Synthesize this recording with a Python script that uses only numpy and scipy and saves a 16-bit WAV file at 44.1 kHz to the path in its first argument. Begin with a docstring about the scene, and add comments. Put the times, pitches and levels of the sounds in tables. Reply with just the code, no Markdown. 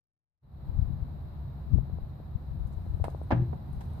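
"""Under a car, a faint low rumble and hiss fade in. The hand holding the camera rubs, bumps and then
creaks by the left microphone. With a faint rustle and scuffs of grit, a hand reaches in and pushes a worn
steering ball joint. At about 3 s the joint clicks free, then drops into its socket with a clunk: the
impacts excite the modes of the steel, reverberate under the body and set the suspension arm shuddering.
A few lighter knocks and scuffs follow."""
import sys
import numpy as np
from scipy import signal
from scipy.fft import irfft
from scipy.io import wavfile
from scipy.ndimage import uniform_filter1d

SR = 44100
rng = np.random.default_rng(int(sys.argv[2]) if len(sys.argv) > 2 else 0)


def transcribe(u):
    """Save the signal u as a 16-bit wav file named by the first command-line argument.

    u: samples, shape (n,) or (channels, n), limited to [-1, 1]; the rate is SR.
    q: integer samples, one column per channel.
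    """
    v = np.clip(np.atleast_2d(u).T, -1, 1)
    q = np.round(v * 32767).astype(np.int16)
    wavfile.write(sys.argv[1], SR, q)


N = 176400
TIME = np.arange(N) / SR


def amp(db):
    """Amplitude ratio of a level in decibels."""
    return 10 ** (np.asarray(db) / 20)


def unit(x):
    """Normalisation to an rms of 1."""
    return x / np.sqrt(np.mean(x ** 2) + 1e-20)


def at_frequency(points, hz):
    """Interpolation of a table on a logarithmic frequency axis."""
    f, value = np.transpose(points)
    return np.interp(np.log(hz + 1), np.log(f + 1), value)


def envelope(points):
    """Amplitude envelope from levels interpolated in decibels."""
    return amp(np.interp(TIME, *np.transpose(points)))


def decay(t, t60):
    """Exponential damping: a fall of 60 dB in t60 seconds."""
    return amp(-60 * t / t60)


def add(mix, start, sound):
    """Superposition of a sound on the mix, from a start in seconds."""
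    part = mix[:, round(start * SR):][:, :sound.shape[-1]]
    part += sound[..., :part.shape[-1]]


def noise(spectrum, size=N):
    """Partially coherent noise: the two microphones receive nearly the same bass but unrelated treble."""
    # likeness of the two microphones: f/Hz, correlation (0-1)
    coherence = [(30, 0.4), (70, 0.92), (140, 0.98), (290, 0.64), (640, 0.17), (1400, 0), (15000, 0)]
    hz = np.fft.rfftfreq(size, 1 / SR)
    left, independent = np.exp(2j * np.pi * rng.random((2, len(hz))))
    same = at_frequency(coherence, hz)
    right = same * left + np.sqrt(1 - same ** 2) * independent
    return unit(irfft(np.array([left, right]) * amp(at_frequency(spectrum, hz)), size))


def background():
    """Broadband noise: a low rumble and a faint hiss, with a narrow band of hiss near 4 kHz."""
    # spectra of the rumble and of the left and right hiss: f/Hz, relative density/dB
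    rumble_spectrum = [(20, -18), (40, -9), (78, 1.5), (110, -9.5), (140, -2), (170, -13.5), (235, -19),
                       (275, -26), (330, -25.5), (450, -32.5), (700, -28.5), (1000, -33.5), (2000, -48.5),
                       (3500, -63.5), (8000, -90)]
    left_spectrum = [(1500, -2), (3400, 1), (4500, 1), (5200, -5.5), (6200, -24.5), (8000, -13.5),
                     (9500, -14.5), (12000, -0.5), (14500, 1.5)]
    right_spectrum = [(1500, -7.5), (3400, 2), (4500, 2.5), (5200, -2.5), (6200, -10.5), (8000, -6.5),
                      (9500, -14.5), (12000, -3.5), (14500, -1)]
    # rise of the whole background: t/s, gain/dB
    fade_in = [(0, -64.5), (.40, -61), (.435, -16), (.55, -5.5), (.68, 0.5), (1.6, 0.5), (2.3, -0.5),
               (3.2, 1), (3.7, 1.5), (4, 3.5)]
    band_hz, half_width_hz = 3940, 190
    hiss = np.array([amp(-71) * noise(left_spectrum)[0], amp(-73) * noise(right_spectrum)[0]])
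    white = rng.standard_normal((2, N)) + 1j * rng.standard_normal((2, N))
    baseband = signal.lfilter(*signal.butter(2, half_width_hz, fs=SR), white)
    narrow_hiss = amp([[-75], [-85]]) * unit((baseband * np.exp(2j * np.pi * band_hz * TIME)).real)
    rumble = amp(-39.5) * noise(rumble_spectrum)
    return (rumble + hiss + narrow_hiss) * envelope(fade_in)


def hand_on_camera():
    """Structure-borne sound: friction noise and soft pressure pulses, mostly in the left microphone."""
    # spectrum of the rubbing: f/Hz, relative density/dB
    rub_spectrum = [(15, -6), (45, -0.5), (90, 5), (170, -3.5), (300, -20.5), (600, -44), (2000, -82.5)]
    # course of the rubbing: t/s, level/dB
    rub_levels = [(0, -100), (.5, -87.5), (.68, -36), (.92, -33), (1.12, -46.5), (1.62, -59.5),
                  (1.76, -16.5), (1.87, -43), (1.97, -37.5), (2.15, -63), (2.45, -51), (2.56, -34),
                  (2.8, -42), (2.93, -34.5), (3.12, -49), (3.6, -60.5), (3.76, -39), (4, -78)]
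    # soft bumps of the hand: t/s, peak level/dB, width/s
    bumps = [(0.6973, -17.5, 0.0052), (0.7438, -22.5, 0.0056), (0.7763, -22, 0.011),
             (0.7953, -12.5, 0.0038), (.8263, -12, 0.0049), (0.8757, -25, 0.009), (0.9071, -20.5, 0.0028),
             (0.9138, -28.5, 0.0025), (0.935, -25, 0.0075), (1.028, -18.5, 0.0049), (1.7339, -13, .004),
             (1.7462, -8.5, .0047), (1.7584, -21, .0016), (1.763, -11.5, .0048), (1.7796, -22, .007),
             (1.7972, -18, .0056), (1.9356, -19, 0.0038), (1.9409, -23.5, 0.0027), (2.034, -27.5, 0.01),
             (2.3583, -16, 0.0037), (2.5165, -23, 0.0048), (2.6064, -22.5, 0.0054), (2.623, -24, 0.0072),
             (2.6566, -18.5, 0.0038), (2.7747, -22.5, 0.0064), (2.9084, -20, 0.006), (2.9208, -25.5, .004),
             (2.947, -18.5, 0.0049), (3.0093, -20, 0.0041), (3.0212, -14.5, 0.0047), (3.7342, -27, 0.0057),
             (3.775, -25, 0.0056)]
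    out = noise(rub_spectrum)[0] * envelope(rub_levels)
    for centre, db, width in bumps:
        u_squared = np.minimum(((TIME - centre) / width) ** 2, 50)
        out -= amp(db) * (1 - 2 * u_squared) * np.exp(-u_squared)  # a trough between two crests
    return out * amp([[0], [-28.5]])


def grip_creak():
    """Stick-slip friction: each slip is one push and pull that rings the casing; weak slips are duller."""
    # slips of the grip: t/s, level/dB
    slips = [(1.7857, -28.5), (1.8982, -34), (1.9865, -32), (2.2016, -36), (2.8655, -36.5), (3.0003, -31.5),
             (3.083, -19.5), (3.1485, -25.5), (3.216, -27)]
    casing_hz, casing_t60, shortest_s = 640, 0.034, 0.00046
    out, strongest_db = np.zeros(N), max(db for _, db in slips)
    for start, db in slips:
        width = shortest_s * amp(0.16 * (strongest_db - db))  # weaker slips last longer
        u, t = (TIME - start) / width, np.clip(TIME - start, 0, 1)
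        pulse = -2 * u * np.exp(-np.minimum(u ** 2, 50))
        ring = amp(-23) * np.sin(2 * np.pi * casing_hz * t) * decay(t, casing_t60)
        out += amp(db) * (pulse - ring)
    return out * amp([[0], [-20]])


def rustle():
    """Amplitude-modulated noise: a faint, uneven rustle as the hand reaches in and pushes."""
    # spectrum of the rustle: f/Hz, relative density/dB
    spectrum = [(200, -1.5), (2000, 3.5), (6000, -1), (7400, -4), (9000, 2.5), (11000, -2.5), (14500, -2)]
    # course of the rustle: t/s, level/dB
    levels = [(0, -130), (2.1, -100), (2.45, -85), (3.1, -75), (3.65, -83.5), (3.8, -75.5), (4, -74.5)]
    flutter_db = 1.5 * unit(uniform_filter1d(rng.standard_normal(N), size=800))
    return noise(spectrum) * envelope(levels) * amp(flutter_db)


def grit_scuffs():
    """Friction noise of grit: a wide band is heard as a scrape, a narrow one as a squeak."""
    # light scuffs: t/s, level/dB, centre f/Hz, half width/octaves, t60/s
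    scuffs = [(2.668, -66, 9000, 1.5, .08), (2.724, -70.5, 7500, .6, 0.11), (3.099, -60.5, 5500, 1.8, .05),
              (3.230, -65.5, 8960, .08, 0.039), (3.728, -59, 9100, 0.047, 0.033),
              (3.806, -58, 3420, 0.9, 0.078), (3.933, -66, 8900, .07, .04)]
    rise_s = 0.0026
    out, t = np.zeros((2, N)), TIME[:8192]
    hz = np.geomspace(100, SR / 2, 200)
    for start, db, centre_hz, octaves, t60 in scuffs:
        band = np.c_[hz, -20 * np.log10(1 + (np.log2(hz / centre_hz) / octaves) ** 2)]
        shape = np.minimum(t / rise_s, 1) * decay(t, t60)
        add(out, start, amp(db) * noise(band, len(t)) * shape)
    return out


def underbody_reverb(sound):
    """Reverberation: dense reflections between ground and underbody, lasting longest in the bass."""
    # reverberation time under the car: f/Hz, t60/s
    reverb_times = [(150, 0.81), (700, 0.33), (2000, 0.35), (5000, 0.4), (12000, 0.36)]
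    build_up_s = 0.0061
    hz, t, bands = signal.stft(rng.standard_normal((2, SR // 2)), SR, nperseg=256)
    t60 = at_frequency(reverb_times, hz)[:, None]
    tail = signal.istft(bands * decay(t, t60), SR, nperseg=256)[1]
    tail *= np.minimum(TIME[:tail.shape[1]] / build_up_s, 1)
    return signal.fftconvolve(sound, tail / np.linalg.norm(tail[0]), axes=1)[:, :N]


def ball_joint():
    """Impact excitation: each contact gives a dull crack, a bright snap and a damped modal ring."""
    # modes of the steel joint and arm: f/Hz, relative level/dB
    modes = [(296, -14), (535, -7), (601, -3), (662, -2), (745, -2), (882, -2), (1212, -9), (1285, -18),
             (1406, -17), (1560, -17), (1663, -15), (1715, -12), (1793, -19), (2053, -19), (2344, -21),
             (2756, -28), (3150, -33)]
    # contacts: t/s, crack/dB, ring/dB, snap/dB, crack t60/s, low-pass f/Hz, left over right/dB
    contacts = [(3.0408, -27, -48, -47.5, 0.06, 1840, -2.5), (3.0555, -44, -58, -71, .04, 1500, -0.5),
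                (3.3059, -29.5, -42.5, -62.5, .05, 9000, -3.5), (3.3100, -24.5, -29, -81, 0.059, 7000, -1),
                (3.3146, -27, -34.5, -72, 0.057, 7000, 1), (3.3184, -24.5, -29, -82.5, .055, 5500, 0.5),
                (3.3225, -27.5, -38, -80.5, .07, 3500, 0), (3.5290, -31, -46, -90, .045, 900, -3),
                (3.6880, -44, -64, -87, 0.029, 795, 0), (3.8090, -43, -63, -59.5, 0.062, 4060, 0)]
    # spectra of the crack and the snap: f/Hz, relative density/dB
    crack_spectrum = [(60, -19.5), (200, 2.5), (430, -6), (600, 1), (900, 0.5), (1100, -13.5),
                      (1700, -12.5), (2400, -20.5), (3000, -25), (4500, -32.5), (6500, -42.5), (8000, -76)]
    snap_spectrum = [(300, -21.5), (1000, 9), (2000, 3), (4000, 4.5), (6200, -8.5), (9500, 3), (11500, -17),
                     (14500, -2)]
    ring_t60, snap_t60, attack_s, stereo_spread_rad = 0.096, 0.07, 0.00042, 1.18
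    out, t = np.zeros((2, N)), TIME[:16384]
    attack = 1 - np.exp(-(t / attack_s) ** 2)
    for start, crack_db, ring_db, snap_db, crack_t60, cutoff_hz, pan_db in contacts:
        phases = rng.uniform(0, 2 * np.pi, (len(modes), 1, 1))
        phases = phases + stereo_spread_rad * rng.standard_normal((len(modes), 2, 1))
        tones = sum(amp(db) * np.sin(2 * np.pi * hz * t + p) for (hz, db), p in zip(modes, phases))
        ring = amp(ring_db) * tones * decay(t, ring_t60)
        crack = amp(crack_db) * noise(crack_spectrum, len(t)) * decay(t, crack_t60)
        snap = amp(snap_db) * noise(snap_spectrum, len(t)) * decay(t, snap_t60)
        lowpass = signal.butter(2, cutoff_hz, fs=SR)
        knock = signal.lfilter(*lowpass, (crack + ring) * attack) + snap * attack
        add(out, start, knock * amp([[pan_db / 2], [-pan_db / 2]]))
    return out


def arm_shudder():
    """Damped vibration: the heavy arm's low tones waver in amplitude and phase over a rough thud."""
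    # vibrations of the arm: t/s, f/Hz, level/dB, attack/s, hold/s, release t60/s
    vibrations = [(3.3235, 114, -16.5, 0.0077, 0.0068, 0.017), (3.3425, 122.5, -22, .009, 0.073, 0.18),
                  (3.47, 82, -30.5, 0.015, 0.026, 0.47), (3.385, 342, -40.5, .012, 0.036, 0.24)]
    # spectrum of the thud: f/Hz, relative density/dB
    thud_spectrum = [(50, -25.5), (130, -0.5), (190, -6), (300, 1), (420, -18.5), (900, -40), (3000, -92)]
    wobble_depth, drift_rad, pan_db = 0.26, 0.39, 2
    thud_start_s, thud_rise_s = 3.318, 0.00598
    out, t = np.zeros((2, N)), TIME[:32768]
    for start, hz, db, attack, hold, t60 in vibrations:
        wobble = noise(spectrum=[(5, -9), (40, 5), (120, -18.5), (500, -89.5)], size=len(t))
        rise = np.sin(np.pi / 2 * np.minimum(t / attack, 1)) ** 2
        release = decay(np.maximum(t - attack - hold, 0), t60)
        tone = np.sin(2 * np.pi * hz * t + drift_rad * wobble[0, ::-1])
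        add(out, start, amp(db) * rise * release * (1 + wobble_depth * wobble) * tone)
    thud_shape = np.minimum(t / thud_rise_s, 1) * decay(t, t60=0.24)
    add(out, thud_start_s, amp(-26) * noise(thud_spectrum, len(t)) * thud_shape)
    return out * amp([[pan_db / 2], [-pan_db / 2]])


def scene():
    """Superposition of all the sources; only the joint and the grit reverberate."""
    direct = ball_joint() + grit_scuffs()
    reflected = amp(-10) * underbody_reverb(direct)
    return direct + reflected + arm_shudder() + hand_on_camera() + grip_creak() + rustle() + background()


def record(dry):
    """Band limiting: a linear-phase low-pass filter removes the highest treble."""
    cutoff_hz = 14650
    lowpass = signal.firwin(511, cutoff_hz, window=("kaiser", 9), fs=SR)
    return signal.oaconvolve(dry, lowpass[None], "same")


dry = scene()
out = record(dry)
transcribe(out)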